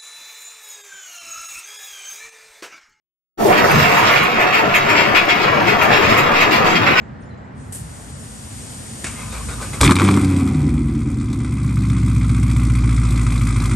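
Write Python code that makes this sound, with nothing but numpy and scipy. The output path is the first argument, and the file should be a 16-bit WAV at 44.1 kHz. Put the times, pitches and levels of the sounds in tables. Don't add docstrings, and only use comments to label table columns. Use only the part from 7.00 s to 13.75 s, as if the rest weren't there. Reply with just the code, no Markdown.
import sys
import numpy as np
from scipy import signal
from scipy.fft import rfft, irfft
from scipy.io import wavfile
from scipy.ndimage import uniform_filter1d

SR = 44100
rng = np.random.default_rng(int(sys.argv[2]) if len(sys.argv) > 2 else 0)


def unload_audio(sound):
    columns = np.transpose(np.atleast_2d(sound))
    steps = np.round(np.clip(columns, -1, 1) * 32767)
    wavfile.write(sys.argv[1], SR, steps.astype(np.int16))


def convert_level_to_amplitude(level_db):
    exponent = np.asarray(level_db, float) / 20
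    return 10 ** exponent


N = 297675
TIME_S = np.arange(N) / SR
CATCH_S = 2.806

# (frequency [Hz], level [dB per Hz])
HISS_COLOUR = [(1650, -3), (2800, -76), (3420, 0), (5500, -2.5), (6990, -2), (7590, 2.5), (9040, 3),
               (10400, 3), (11400, -7), (12500, -21), (16300, -56), (22000, -120)]
# (time [s], peak level [dB], length [s])
STROKES = [(2.19, -29, 0.05), (2.324, -20.5, 0.079), (2.486, -19, 0.052), (2.612, -16, 0.053),
           (2.732, -15.5, 0.037)]
# (time [s], firing rate [firings per s])
FIRING_RATE = [(2.8, 91.56), (2.9, 89.84), (3.0, 94.43), (3.1, 98.54), (3.35, 92.82), (3.5, 87.34),
               (3.8, 76.81), (4.0, 74.01), (4.2, 69.84), (4.4, 67.87), (4.6, 64.71), (4.8, 62.86),
               (5.2, 59.89), (5.4, 60.08), (5.8, 57.86), (6.0, 56.76), (6.4, 54.47), (6.6, 53.36)]
ORDER_PHASE = {8: 0, 16: .6, 24: .55, 32: .6, 6: .3, 14: .65, 18: .45, 12: .2, 22: .3, 34: .1, 28: .4, 30:
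               .8}
# (order, level while flaring [dB], level at idle [dB])
WEAK_ORDERS = [(10, -36, -45), (11, -26.5, -29), (13, -32.5, -31.5), (15, -26, -36.5), (17, -38, -27.5),
               (19, -41, -33), (20, -37.5, -36.5), (21, -30.5, -52), (23, -40, -39), (25, -31, -36),
               (26, -39.5, -32), (27, -31, -46), (35, -36.5, -34.5), (36, -40, -36.5), (38, -43, -39.5),
               (40, -39, -33), (33, -35, -44), (42, -43, -34)]


def rms_one(x):
    return x / np.sqrt(np.mean(x ** 2) + 1e-20)


def in_time(rows):
    s, *columns = np.transpose(rows)
    return [np.interp(TIME_S, s, column) for column in columns]


def between(t0, t1, edge=0.001):
    return np.clip((TIME_S - t0) / edge, 0, 1) * np.clip((t1 - TIME_S) / edge, 0, 1)


def swell(centre_s, width_s):
    return np.exp(-((TIME_S - centre_s) / width_s) ** 2)


def impulses(events):
    clicks = np.zeros(N)
    for s, db in events:
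        clicks[int(s * SR)] = convert_level_to_amplitude(db)
    return clicks


def dying(clicks, t60):
    return signal.lfilter([1], [1, -convert_level_to_amplitude(-60 / (t60 * SR))], clicks + 1e-18)


def drift(rate):
    lowpass = signal.butter(2, rate, fs=SR / 20, output="sos")
    slow = signal.sosfilt(lowpass, rng.standard_normal(N // 20 + 4001))[4000:]
    return rms_one(slow.repeat(20)[:N])


def evened(x, span=0.112):
    return x / np.sqrt(uniform_filter1d(x ** 2, int(span * SR)) + 1e-12)


def shaped(x, spectrum):
    hz = np.fft.rfftfreq(N, 1 / SR) + 1
    points = np.array(spectrum)
    outline_db = np.interp(np.log(hz), np.log(points[:, 0]), points[:, 1])
    return rms_one(irfft(rfft(x) * convert_level_to_amplitude(outline_db), N))


def split(x, edges):
    spectrum, hz = rfft(x), np.fft.rfftfreq(N, 1 / SR)
    steps = [1 / (1 + (hz / edge) ** 8) for edge in edges]
    return [irfft(spectrum * (high - low), N) for low, high in zip([0, *steps], [*steps, 1])]


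def modes(x, table):
    out = 0
    for k, (hz, width, db) in enumerate(table):
        r = np.exp(-np.pi * width / SR)
        poles = [1, -2 * r * np.cos(2 * np.pi * hz / SR), r * r]
        gain = (-1) ** k * convert_level_to_amplitude(db) * (1 - r * r) / 2
        out = out + gain * signal.lfilter([1, 0, -1], poles, x + 1e-18)
    return out


def ports(x, lead, left_db):
    turn = np.exp(-1j * np.interp(np.fft.rfftfreq(N, 1 / SR), *np.transpose(lead)))
    return np.array([convert_level_to_amplitude(left_db) * x, convert_level_to_amplitude(-left_db) * irfft(rfft(x) * turn, N)])


def traffic():
    # (frequency [Hz], left-right correlation [1])
    likeness = [(60, 0.98), (130, 0.93), (270, 0.55), (580, -0.13), (1240, -0.28), (2650, 0.85),
                (5660, -0.049), (12100, 0.98)]
    # (frequency [Hz], level [dB per Hz])
    road_colour = [(15, -63), (25, -36), (59, -1.5), (110, 0.5), (132, 0), (180, -7.5), (222, -2),
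                   (337, -16.5), (437, -16), (815, -18), (1200, -21), (1870, -23.5), (2560, -35.5),
                   (8690, -55), (12500, -95), (16200, -126), (22000, -120)]
    # (time [s], level [dB])
    road_level = [
        (0, -34),
        (.5, -34.5),
        (1.5, -35.5),
        (2.8, -31),
        (3.5, -46),
        (6.75, -41),
    ]
    alike = np.clip(np.interp(np.fft.rfftfreq(N, 1 / SR), *np.transpose(likeness)), -1, 1)
    mid, side = rfft(rng.standard_normal((2, N)))
    both = np.sqrt(1 + alike) * mid + np.sqrt(1 - alike) * side * [[1], [-1]]
    pair = shaped(irfft(both, N), road_colour)
    rumble = signal.sosfilt(signal.butter(2, 300, fs=SR, output="sos"), pair)
    lumps = convert_level_to_amplitude(1.5 * drift(7.6)) - 1
    return convert_level_to_amplitude(in_time(road_level)[0]) * (pair + lumps * rumble)


def birds(level_db=5):
    # (time [s], length [s], start frequency [Hz], end frequency [Hz], level [dB])
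    whistles = [
        (.01, .018, 6000, 7600, -66),
        (.203, .025, 8700, 8800, -66),
        (.215, .03, 8000, 5000, -67),
        (.252, .018, 7000, 7200, -67),
        (.297, .036, 4350, 3920, -65),
        (.373, .016, 6500, 7700, -67),
        (.44, .018, 6300, 7800, -70),
    ]
    out = np.zeros(N)
    for s, length, start_hz, end_hz, db in whistles:
        along = np.linspace(0, 1, int(length * SR))
        hz = end_hz + (start_hz - end_hz) * (1 - along) ** 2
        tone = np.sqrt(np.sin(np.pi * along)) * np.sin(2 * np.pi * np.cumsum(hz) / SR)
        out[int(s * SR):][:len(along)] += convert_level_to_amplitude(db + level_db) * tone
    leaves = rng.standard_normal((2, 6000)) * convert_level_to_amplitude(-29 - np.arange(6000) / 330)
    return out + np.array([signal.fftconvolve(out, side)[:N] for side in leaves])


def nozzle():
    # (time [s], level [dB])
    air_spurts = [
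        (.724, -29.5),
        (0.748, -35.5),
    ]
    # (time [s], level [dB])
    water_level = [
        (.8, -45.5),
        (1.85, -37.5),
        (2.8, -36),
        (3.3, -94),
        (4, -64),
        (6.75, -44),
    ]
    opened = between(.722, 9, edge=.004)
    dribble = between(0.543, 9, edge=0.066) * (1 - opened) * convert_level_to_amplitude(-52.5)
    return dribble + opened * convert_level_to_amplitude(in_time(water_level)[0]), dying(impulses(air_spurts), t60=0.3)


def spray():
    # (frequency [Hz], level [dB per Hz])
    water_colour = [(1180, -26), (2000, -9), (2800, -7), (4580, -5), (4990, -6.5), (5810, -4.5),
                    (9080, 2.5), (10300, -2), (11300, -8.5), (12500, -17), (16300, -48), (22000, -120)]
    # (frequency [Hz], level [dB per Hz])
    air_colour = [(2000, -23), (4500, -29), (6500, -11), (9000, 0), (10300, 5), (12000, -14), (13000, -30),
                  (22000, -90)]
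    # (frequency [Hz], phase by which left leads [rad])
    left_lead = [(0, 0), (260, 0.3), (780, -3.5), (1290, -3.7), (1890, 0.1), (3620, 1.9), (4910, 6.3),
                 (5340, 6.7), (6030, 4.6), (6630, 5.7), (7750, 7.4), (8790, 5.9), (11700, 0.3),
                 (12200, -0.1)]
    pair = ports(shaped(rng.standard_normal(N), water_colour), left_lead, left_db=1.8)
    pair = pair + .75 * shaped(rng.standard_normal((2, N)), water_colour)
    jet, spurts = nozzle()
    air = ports(shaped(rng.standard_normal(N), air_colour), left_lead, left_db=0.5)
    sputter = convert_level_to_amplitude(-1.3 + 0.46 * drift(3.8))
    return (jet + 0.22 * spurts) * sputter * pair + spurts * air


def flecks():
    # (time [s], length [s], level [dB])
    patches = [(0.72, 0.11, -60), (0.944, 0.094, -79), (1.131, 0.186, -77), (1.363, 0.142, -74),
               (1.548, 0.076, -72), (1.636, 0.22, -72), (1.94, 0.08, -69), (2.149, 0.056, -71),
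               (2.243, 0.054, -74), (2.59, 0.056, -63), (2.869, 0.048, -65), (2.937, 0.056, -68),
               (3.077, 0.058, -66), (3.173, 0.076, -67), (3.384, 0.048, -73)]
    band = signal.butter(6, [14600, 15500], "band", fs=SR, output="sos")
    hiss = rms_one(signal.sosfilt(band, rng.standard_normal((2, N))))
    return hiss * sum(convert_level_to_amplitude(db) * between(s, s + length, edge=.01) for s, length, db in patches)


def singing():
    # (time [s], length [s], frequency [Hz], level [dB])
    songs = [(2.197, 0.044, 2110, -42), (2.6, 0.019, 1020, -39), (2.22, 0.013, 1250, -43),
             (2.6, 0.02, 1200, -40), (2.357, .018, 2320, -39), (2.4, .04, 1100, -43),
             (2.33, .03, 3680, -48), (2.515, 0.029, 1450, -39), (2.54, 0.023, 3700, -45),
             (2.632, .012, 1520, -37), (4.2, 0.018, 3500, -47), (2.785, .02, 1250, -44),
             (2.066, .015, 2220, -34), (1.9, .05, 2200, -42), (2.265, 0.03, 2230, -49),
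             (2.27, .04, 1010, -44.5), (2.205, .02, 3250, -50), (2.67, 0.015, 2730, -50),
             (1.8, .015, 5500, -46)]
    white, out = rng.standard_normal(N), 0
    for s, length, hz, db in songs:
        out = out + convert_level_to_amplitude(db) * swell(s, length) * rms_one(modes(white, [(hz, 68, 0)]))
    return out


def pinion():
    # (time [s], level [dB])
    slams = [
        (2.043, -24.5),
        (2.068, -33.5),
    ]
    # (frequency [Hz], level [dB per Hz])
    steel_colour = [(180, -32), (300, 0), (867, -7.5), (1810, -3), (1980, -5), (2250, -0.5), (4000, -13.5),
                    (8870, -2.5), (10900, -6), (12500, -69), (16200, -99), (22000, -120)]
    knocks = impulses(slams)
    decay = dying(knocks, t60=0.081) + 0.34 * dying(knocks, t60=0.58)
    return decay * shaped(rng.standard_normal(N), steel_colour)


def gear_whine():
    # (frequency [Hz], width [Hz], level [dB])
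    gear_modes = [(1220, 53, 5.5), (1020, 28, 3), (1430, 180, -3.5), (2270, 35, 3), (2490, 45, 0),
                  (3730, 25, -5.5)]
    white = rng.standard_normal(N)
    return evened(sum(convert_level_to_amplitude(1.5 * drift(14)) * modes(white, [mode]) for mode in gear_modes), span=.4)


def cranking_levels():
    engage_s, surge_lag_s = 1.9, 0.044
    thud = convert_level_to_amplitude(-26.5) * swell(engage_s, 0.23)
    rumble = thud + convert_level_to_amplitude(-42 + 13 * between(2.49, 9, edge=0.023))
    surge_times = [engage_s, *(np.transpose(STROKES)[0] + surge_lag_s)]
    surges = sum(swell(s, 0.042) for s in surge_times)
    whine = convert_level_to_amplitude(-36.5 - 10.5 * (TIME_S - engage_s)) + convert_level_to_amplitude(-41.5) * surges
    late = TIME_S - 2.406
    drone = convert_level_to_amplitude(-32 + np.minimum(99 * late, -39 * late))
    return rumble, whine, drone


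def tips(x):
    # (frequency [Hz], width [Hz], level [dB])
    tip_modes = [(1162, 346, 5), (1587, 320, 1.5), (2023, 302, 3.5), (2455, 364, 2.5), (3300, 440, -2.5),
                 (780, 380, -7.5)]
    return modes(modes(x, tip_modes), tip_modes)


def muffler(x, low_hz=48, high_hz=370):
    # (frequency [Hz], width [Hz], level [dB])
    pipe_modes = [(59, 10, -7), (105.8, 15.6, -4), (132, 33, -8.5), (190, 46, -6.5), (231.6, 50, -3),
                  (286.5, 87, -5.5), (345, 44, -7)]
    x = signal.sosfilt(signal.butter(4, low_hz, "high", fs=SR, output="sos"), modes(x, pipe_modes))
    return signal.sosfilt(signal.butter(4, high_hz, fs=SR, output="sos"), x)


def starter(drone_hz=56):
    rumble, whine, drone = cranking_levels()
    on = between(2.04, 2.81)
    rumble = rumble * convert_level_to_amplitude(-13.5) * evened(muffler(rng.standard_normal(N), low_hz=69.0, high_hz=378))
    drone = drone * convert_level_to_amplitude(6.5) * np.sin(2 * np.pi * drone_hz * TIME_S)
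    whine = whine * convert_level_to_amplitude(-4.5) * gear_whine()
    air = rms_one(tips(rng.standard_normal(N))) + 1.24 * shaped(rng.standard_normal(N), HISS_COLOUR)
    air = air + 0.96 * rms_one(modes(rng.standard_normal(N), [(443, 260, .1)]))
    strokes = 0
    for s, db, length in STROKES:
        strokes = strokes + convert_level_to_amplitude(db - 19.5) * (TIME_S > s) * swell(s, max(length, .02))
    return on * (rumble + drone), on * (whine + singing() + strokes * air) + pinion()


def wash_bay(x):
    # (delay [s], left level [dB], right level [dB])
    reflections = [
        (.0047, -55, -48),
        (0.0114, -9.5, -18.5),
        (.023, -16, -57.5),
        (.037, -40, -30),
        (.061, -46, -24),
    ]
    out = np.zeros((2, N))
    for s, *sides_db in reflections:
        for k, db in enumerate(sides_db):
            lag = int(s * (1 + 0.22 * k) * SR)
            out[k, lag:] += convert_level_to_amplitude(db) * x[:-lag]
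    return out


def walls(x):
    tail = rng.standard_normal((2, 6000)) * convert_level_to_amplitude(-60 * np.arange(6000) / SR / 0.16)
    tail = tail / np.sqrt(np.sum(tail[0] ** 2))
    return convert_level_to_amplitude(-16) * signal.fftconvolve(x[None], tail, axes=1)[:, :N]


def boom():
    # (frequency [Hz], level [dB])
    boom_tones = [(62, -12), (84, -22), (132, -8.5), (272, -13), (340, -23.5)]
    since = TIME_S - CATCH_S
    push = convert_level_to_amplitude(-8.5) * swell(CATCH_S + 0.031, 0.017) * np.sin(2 * np.pi * 71 * since)
    tones = sum(convert_level_to_amplitude(db) * np.sin(2 * np.pi * hz * since) for hz, db in boom_tones)
    return (since > 0) * (push + swell(CATCH_S + 0.047, 0.04) * tones)


def idle_share():
    return .5 + .5 * np.tanh((TIME_S - 4.6) / 0.2)


def gain_db(table, hz):
    grid = np.arange(0, 450, .5)
    power = sum(convert_level_to_amplitude(db) ** 2 / (1 + (2 * (grid - f) / width) ** 2) ** 2 for f, width, db in table)
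    return np.interp(hz, grid, 10 * np.log10(power))


def order_levels(flap_s=3.765):
    # (while flaring [dB], at idle [dB])
    order_db = [(-17, -17.5), (-21, -18), (-20, -18.5), (-31, -26), (-25.5, -39), (-18.5, -19),
                (-41, -16.5), (-29.5, -32), (-40.5, -33.5), (-40.5, -36), (-37, -35), (-35, -36.5)]
    # (frequency [Hz], width [Hz], level [dB])
    in_step = [(57.17, 10.7, 1), (79, 17, -9), (96.4, 12.7, 1.3), (113.7, 14, -7.5), (116.4, 13.6, -1.5),
               (186.1, 16, -6.5), (238.8, 17, -2), (277, 81, -2.5), (402, 35, -2)]
    # (frequency [Hz], width [Hz], level [dB])
    against = [(59.6, 11, 1.3), (90.5, 3.5, 3), (107.7, 12, 0), (123.7, 24, -8.5), (146.6, 5.7, 3.5),
               (197, 10, 17), (219, 16, -16), (213, 21, 3.5), (349, 47, -3.5)]
    # (frequency [Hz], width [Hz], level [dB])
    unequal = [(113, 28, 0.5), (148.8, 25, 4.5), (240.5, 89, -0.5), (275, 164, -5.5)]
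    # (frequency [Hz], width [Hz], level [dB])
    flap_open = [(195, 7.5, 7)]
    # (time [s], width [s], level [dB])
    missed = [
        (2.95, 0.012, -3.5),
        (3.21, .015, -7.5),
    ]
    idle, cycle_hz = idle_share(), in_time(FIRING_RATE)[0] / 8
    falter_db = -2 * swell(1.9, 0.076) + sum(db * swell(s, width) for s, width, db in missed)
    main_db = []
    for k, (flare_db, idle_db) in zip(ORDER_PHASE, order_db):
        if k in (12, 22, 28, 30, 34):
            pipe = unequal
        else:
            pipe = against if k % 8 else in_step
        level_db = flare_db + (idle_db - flare_db) * idle + falter_db + gain_db(pipe, k * cycle_hz)
        if k == 16:
            open_db = flare_db + falter_db + gain_db(in_step + flap_open, k * cycle_hz)
            level_db = np.where(TIME_S < flap_s, open_db, level_db)
        main_db.append(level_db)
    weak_db = []
    for k, flare_db, idle_db in WEAK_ORDERS:
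        level_db = flare_db + (idle_db - flare_db) * idle + falter_db
        weak_db.append(level_db - 1.5 * (1 - idle) + gain_db(unequal, round(k) * cycle_hz))
    return main_db, weak_db


def crank_orders(count, idling):
    main_db, weak_db = order_levels()
    tones = np.zeros(N)
    for (k, phase), db in zip(ORDER_PHASE.items(), main_db):
        turns = (count if k == 8 else idling) * k / 8 + phase
        tones += np.sqrt(2) * convert_level_to_amplitude(db) * np.cos(2 * np.pi * turns)
    for row, db in zip(WEAK_ORDERS, weak_db):
        turns = round(row[0]) * idling / 8 + rng.random()
        tones += np.sqrt(2) * convert_level_to_amplitude(db) * np.cos(2 * np.pi * turns)
    return tones


def flow_levels(flap_s=3.765):
    # (time [s], gas flow [dB], lope of the two banks [dB], misfire [dB])
    running = [(2.81, -27, -13, 11), (2.86, -18.5, -10, 2), (2.89, -28, -0.5, 14), (2.922, -20.5, -7, 9),
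               (2.938, -40, -19, -20), (3.014, -23.5, -14, 11), (3.08, -26, -25, -25), (3.105, -26, -15, 2),
               (3.3, -33.5, -22, 7), (3.4, -32, -24, -28), (3.45, -35.5, -13, -11), (3.75, -39.5, -22, 4.5),
               (3.85, -41.5, -25.5, -2.5), (4.13, -41.5, -22, -5.5), (4.22, -41.5, -38, -9),
               (4.58, -39, -38, -11), (4.84, -37, -41.5, -8.5), (6.75, -30.5, -29, -9.5)]
    flow_db, lope_db, misfire_db = in_time(running)
    idle, since = idle_share(), np.maximum(TIME_S - CATCH_S, 0)
    hiss_db = flow_db - 6 + 2 * np.exp(-since / 0.25)
    growl_db = flow_db - 2.5 * (TIME_S > flap_s) - 9 * idle
    return lope_db - 8 * (1 - idle), misfire_db, flow_db, hiss_db, growl_db


def spitting(spits):
    bands = split(shaped(rng.standard_normal(N), HISS_COLOUR), [4000, 5400, 7000, 8600])
    hiss = 0
    for clicks, band in zip(spits, bands):
        hiss = hiss + (uniform_filter1d(dying(clicks, t60=0.044), size=110) + 0.15) * band
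    return evened(hiss)


def engine(first_firing=5.66):
    bank_beat = [0.56, 0.34, -0.97, -0.7, 0.53, -0.62, -0.3, -0.51]
    puff_db = [10.2, 0.36, 2.2, 12, 3, 7, 11.3, 7.5]
    # (time [s], phase [firings])
    trail = [(2.95, .5), (3.37, .3), (3.87, .15), (4.45, .1), (5.1, -.08), (5.8, -.15), (6.2, -.25),
             (6.75, -.45)]
    # (frequency [Hz], width [Hz], level [dB])
    pipe_end = [(361, 50, 7), (595, 35, -11.5), (733, 43, -5), (1010, 28, -3.5)]
    throb_db, scatter_db, roar_db, hiss_db, growl_db = flow_levels()
    count = np.cumsum(in_time(FIRING_RATE)[0]) / SR + first_firing
    crank = count + in_time(trail)[0]
    idling = count + np.minimum(crank - count + .15, 0)
    tones = crank_orders(count, idling)

    firing = np.floor(crank + .42)
    at = np.flatnonzero(np.diff(firing)) + 1
    cylinder = (firing[at].astype(int) - 1) % 8
    chance = rng.standard_normal((len(at), 8))
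    pulses, uneven, puffs, grunts = np.zeros((4, N))
    spits = np.zeros((5, N))
    pulses[at] = np.array(bank_beat)[cylinder]
    uneven[at] = chance[:, 0]
    puffs[at] = convert_level_to_amplitude(np.array(puff_db)[cylinder] + 1.3 * chance[:, 1])
    spits[:, at] = puffs[at] ** .25 * convert_level_to_amplitude(3.3 * chance[:, 3:].T + 1.2 * chance[:, 1])
    grunts[at] = convert_level_to_amplitude(1.6 * chance[:, 2])

    throb = -convert_level_to_amplitude(throb_db - 4.0) * evened(muffler(pulses, low_hz=143, high_hz=376), span=1.0)
    scatter = -convert_level_to_amplitude(scatter_db - 23.5) * evened(muffler(uneven), span=.5)
    early = np.roll(puffs, -int(.005 * SR))
    roar = evened(tips((dying(early, t60=0.095) + 0.16) * rng.standard_normal(N)))
    growl = evened(modes((dying(grunts, t60=0.12) + 0.27) * rng.standard_normal(N), pipe_end))
    noise = convert_level_to_amplitude(roar_db - 3.0) * roar + convert_level_to_amplitude(hiss_db + 0.5) * spitting(spits) + convert_level_to_amplitude(growl_db + 0.5) * growl
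    bass = between(CATCH_S, 9, edge=0.0047) * (tones + throb + scatter)
    return bass, between(CATCH_S, 9, edge=0.0039) * noise


def cracks():
    # (time [s], peak level [dB], treble [dB], bark [dB])
    sharp_firings = [(2.8114, 3.5, -3, -14), (2.831, 6, -20, -5), (2.84, -8, 1, -10),
                     (2.848, 6.5, -19, -25), (2.857, -13, -5, -12), (2.863, 5, -31, -21),
                     (2.877, 10.5, -42, -32), (2.893, -3.5, -29, 2), (2.9095, 10.5, -20, -29),
                     (2.919, -2, -25, 0.5), (2.966, -1, -27, -7), (2.998, 1, -26, -18),
                     (2.955, -2, -11.5, -14), (2.9866, -2.5, -19, -9), (3.007, -6, -30, 3.5),
                     (3.0777, -4, -27, -8), (3.0876, -5.5, -32, 6), (3.14, -6.5, -15, -16),
                     (3.173, -11.5, -26, 6.5), (3.185, -25, -26, -3), (3.018, -6, -28, 2),
                     (2.9, -11, -25, 0), (3.2458, -12.5, -7, -15), (2.8067, -15.5, -30, 13.5),
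                     (3.048, -0.5, -24, -15), (3.11, -7.5, -20, -6), (3.212, -15, -9, -17)]
    # (time [s], peak level [dB], treble against it [dB])
    lone_firings = [(3.3635, -16, -13), (3.3964, -28, -15), (3.4753, -15, -22), (3.692, -29, -23),
                    (3.7795, -20, -31), (4.212, -31.5, -3), (4.33, -27, -7), (4.4474, -20.5, -13.5),
                    (4.5221, -32, -10), (4.7715, -38, -15), (4.8505, -31, -18), (4.8996, -17.5, -18),
                    (4.9306, -24.5, -10), (4.978, -23.5, -16), (5.0618, -25, -10), (5.1621, -33, -16),
                    (5.2449, -21, -24), (5.2933, -22, -13), (5.347, -16, -20), (5.4283, -27, -11),
                    (5.4794, -30, -24), (5.513, -18.5, -15), (5.5638, -15, -22), (5.596, -16, -22),
                    (5.6998, -19, -12), (5.751, -33, -6), (5.839, -26, -20), (5.8928, -18.5, -22),
                    (5.9645, -25.5, -3), (6.0354, -24.5, -9), (6.1075, -30, -2), (6.1755, -21, -12),
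                    (6.266, -21.5, -11), (6.305, -20, -11), (6.3245, -29.5, -17), (6.4522, -31, -10),
                    (6.472, -30, -4), (6.506, -20, -19), (6.563, -20.5, -12), (6.6198, -25, -26),
                    (6.656, -15, -13), (6.712, -18, -12)]
    # (frequency [Hz], width [Hz], level [dB])
    shock_modes = [(1260, 280, -2), (2307, 230, 0), (3400, 580, -4), (4600, 2300, -14.5)]
    # (frequency [Hz], width [Hz], level [dB])
    bark_modes = [(452, 160, -6), (835, 220, -3.0), (1130, 220, 6.5)]
    lone = [(s, db + 2.5, treble_db + 2.5, -13) for s, db, treble_db in lone_firings]
    s, peak_db, treble_db, bark_db = np.transpose(sharp_firings + lone)
    at = (s * SR).astype(int)
    (low, bark), high = np.zeros((2, N)), np.zeros((3, N))
    low[at] = convert_level_to_amplitude(peak_db - 14.0)
    uneven_db = 2.5 * rng.standard_normal((len(s), 3)).T * (s > 3.3)
    high[:, at] = convert_level_to_amplitude(peak_db + treble_db - 6 + uneven_db)
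    bark[at] = convert_level_to_amplitude(peak_db + bark_db - 10.5)
    white = rng.standard_normal((3, N))
    ring = dying(low, t60=0.023) * rms_one(modes(modes(white[0], shock_modes), shock_modes))
    ring = ring + convert_level_to_amplitude(7) * modes(modes(low, shock_modes), shock_modes)
    bands = split(shaped(white[1], HISS_COLOUR), [4500, 7200])
    spit = np.sum(uniform_filter1d(dying(high, t60=0.048), size=60) * bands, axis=0)
    barking = dying(bark, t60=0.037) * rms_one(modes(white[2], bark_modes))
    slap = convert_level_to_amplitude(18) * modes(bark, bark_modes)
    return ring + spit + barking + slap


def thumps(pitch_hz=257, half_length_s=0.0041):
    # (time [s], peak level [dB])
    strong_firings = [(2.8828, -0.5), (2.916, -4), (3.0229, -9), (3.0545, -12), (3.0947, -4), (3.135, -10),
                      (3.1759, 0.5), (3.2532, -13), (3.314, -17), (3.3426, -17), (3.3713, -9), (3.4259, -5),
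                      (3.4559, -14), (3.4911, -13), (3.541, -17), (3.6367, -14), (3.6755, -11),
                      (3.7464, -15), (3.781, -12), (3.8114, -14), (3.8628, -17), (3.97, -11), (4.0253, -14),
                      (4.0789, -9.5), (4.1346, -14), (4.1903, -18), (4.2483, -25), (4.2801, -17),
                      (4.3046, -23), (4.3426, -19), (4.396, -16), (4.4554, -18), (4.5152, -23),
                      (4.5872, -21)]
    t = np.arange(-800, 801) / SR
    packet = np.exp(-(t / half_length_s) ** 2) * np.cos(2 * np.pi * pitch_hz * t)
    return convert_level_to_amplitude(-3.5) * signal.fftconvolve(impulses(strong_firings), packet, "same")


def scene():
    # (frequency [Hz], phase by which left leads [rad])
    exhaust_lead = [(0, 0), (430, 0.1), (860, -0.2), (1210, -0.0), (1890, -0.1), (3190, 0.6), (5170, -0.0),
                    (6980, -0.0), (7920, 0.6), (8790, -0.2), (9910, -3.0), (10900, -3.6), (11500, -6.3),
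                    (12200, -6.3)]
    bass, roar = engine()
    rumble, whine = starter()
    treble = roar + cracks() + whine
    car = bass + boom() + thumps() + rumble + ports(treble, exhaust_lead, left_db=0.3)
    returns = wash_bay(treble) + walls(treble) + walls(bass) * convert_level_to_amplitude(-31.5)
    return car + returns + spray() + traffic() + birds()


def low_pass(x):
    return signal.sosfilt(signal.butter(12, 15750, fs=SR, output="sos"), x)


def record(dry):
    # (time [s], threshold [spreads])
    top_kept = [(0, -2.0), (.6, -0.5), (.72, 1.6), (2.75, 1.4), (2.85, .5), (3.2, .8), (3.7, -.2), (5, 0.2),
                (6.75, 0.3)]
    wet, shared = .98 * np.tanh(dry / .98), drift(8)
    spectrum, hz = rfft(wet, N + SR), np.fft.rfftfreq(N + SR, 1 / SR)
    edges_hz = (10050, 10400, 11000, 11800, 12680)
    above = [irfft(spectrum * (hz > edge), N + SR)[:, :N] for edge in edges_hz]
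    wet = wet - above[0] + above[1] - above[4] + flecks()
    for band in (above[1] - above[2], above[2] - above[3], above[3] - above[4]):
        off = .75 * shared + .65 * drift(16) > in_time(top_kept)[0]
        wet = wet - uniform_filter1d(1. * off, size=400) * band
    return low_pass(wet)


dry = scene()
out = record(dry)
unload_audio(out)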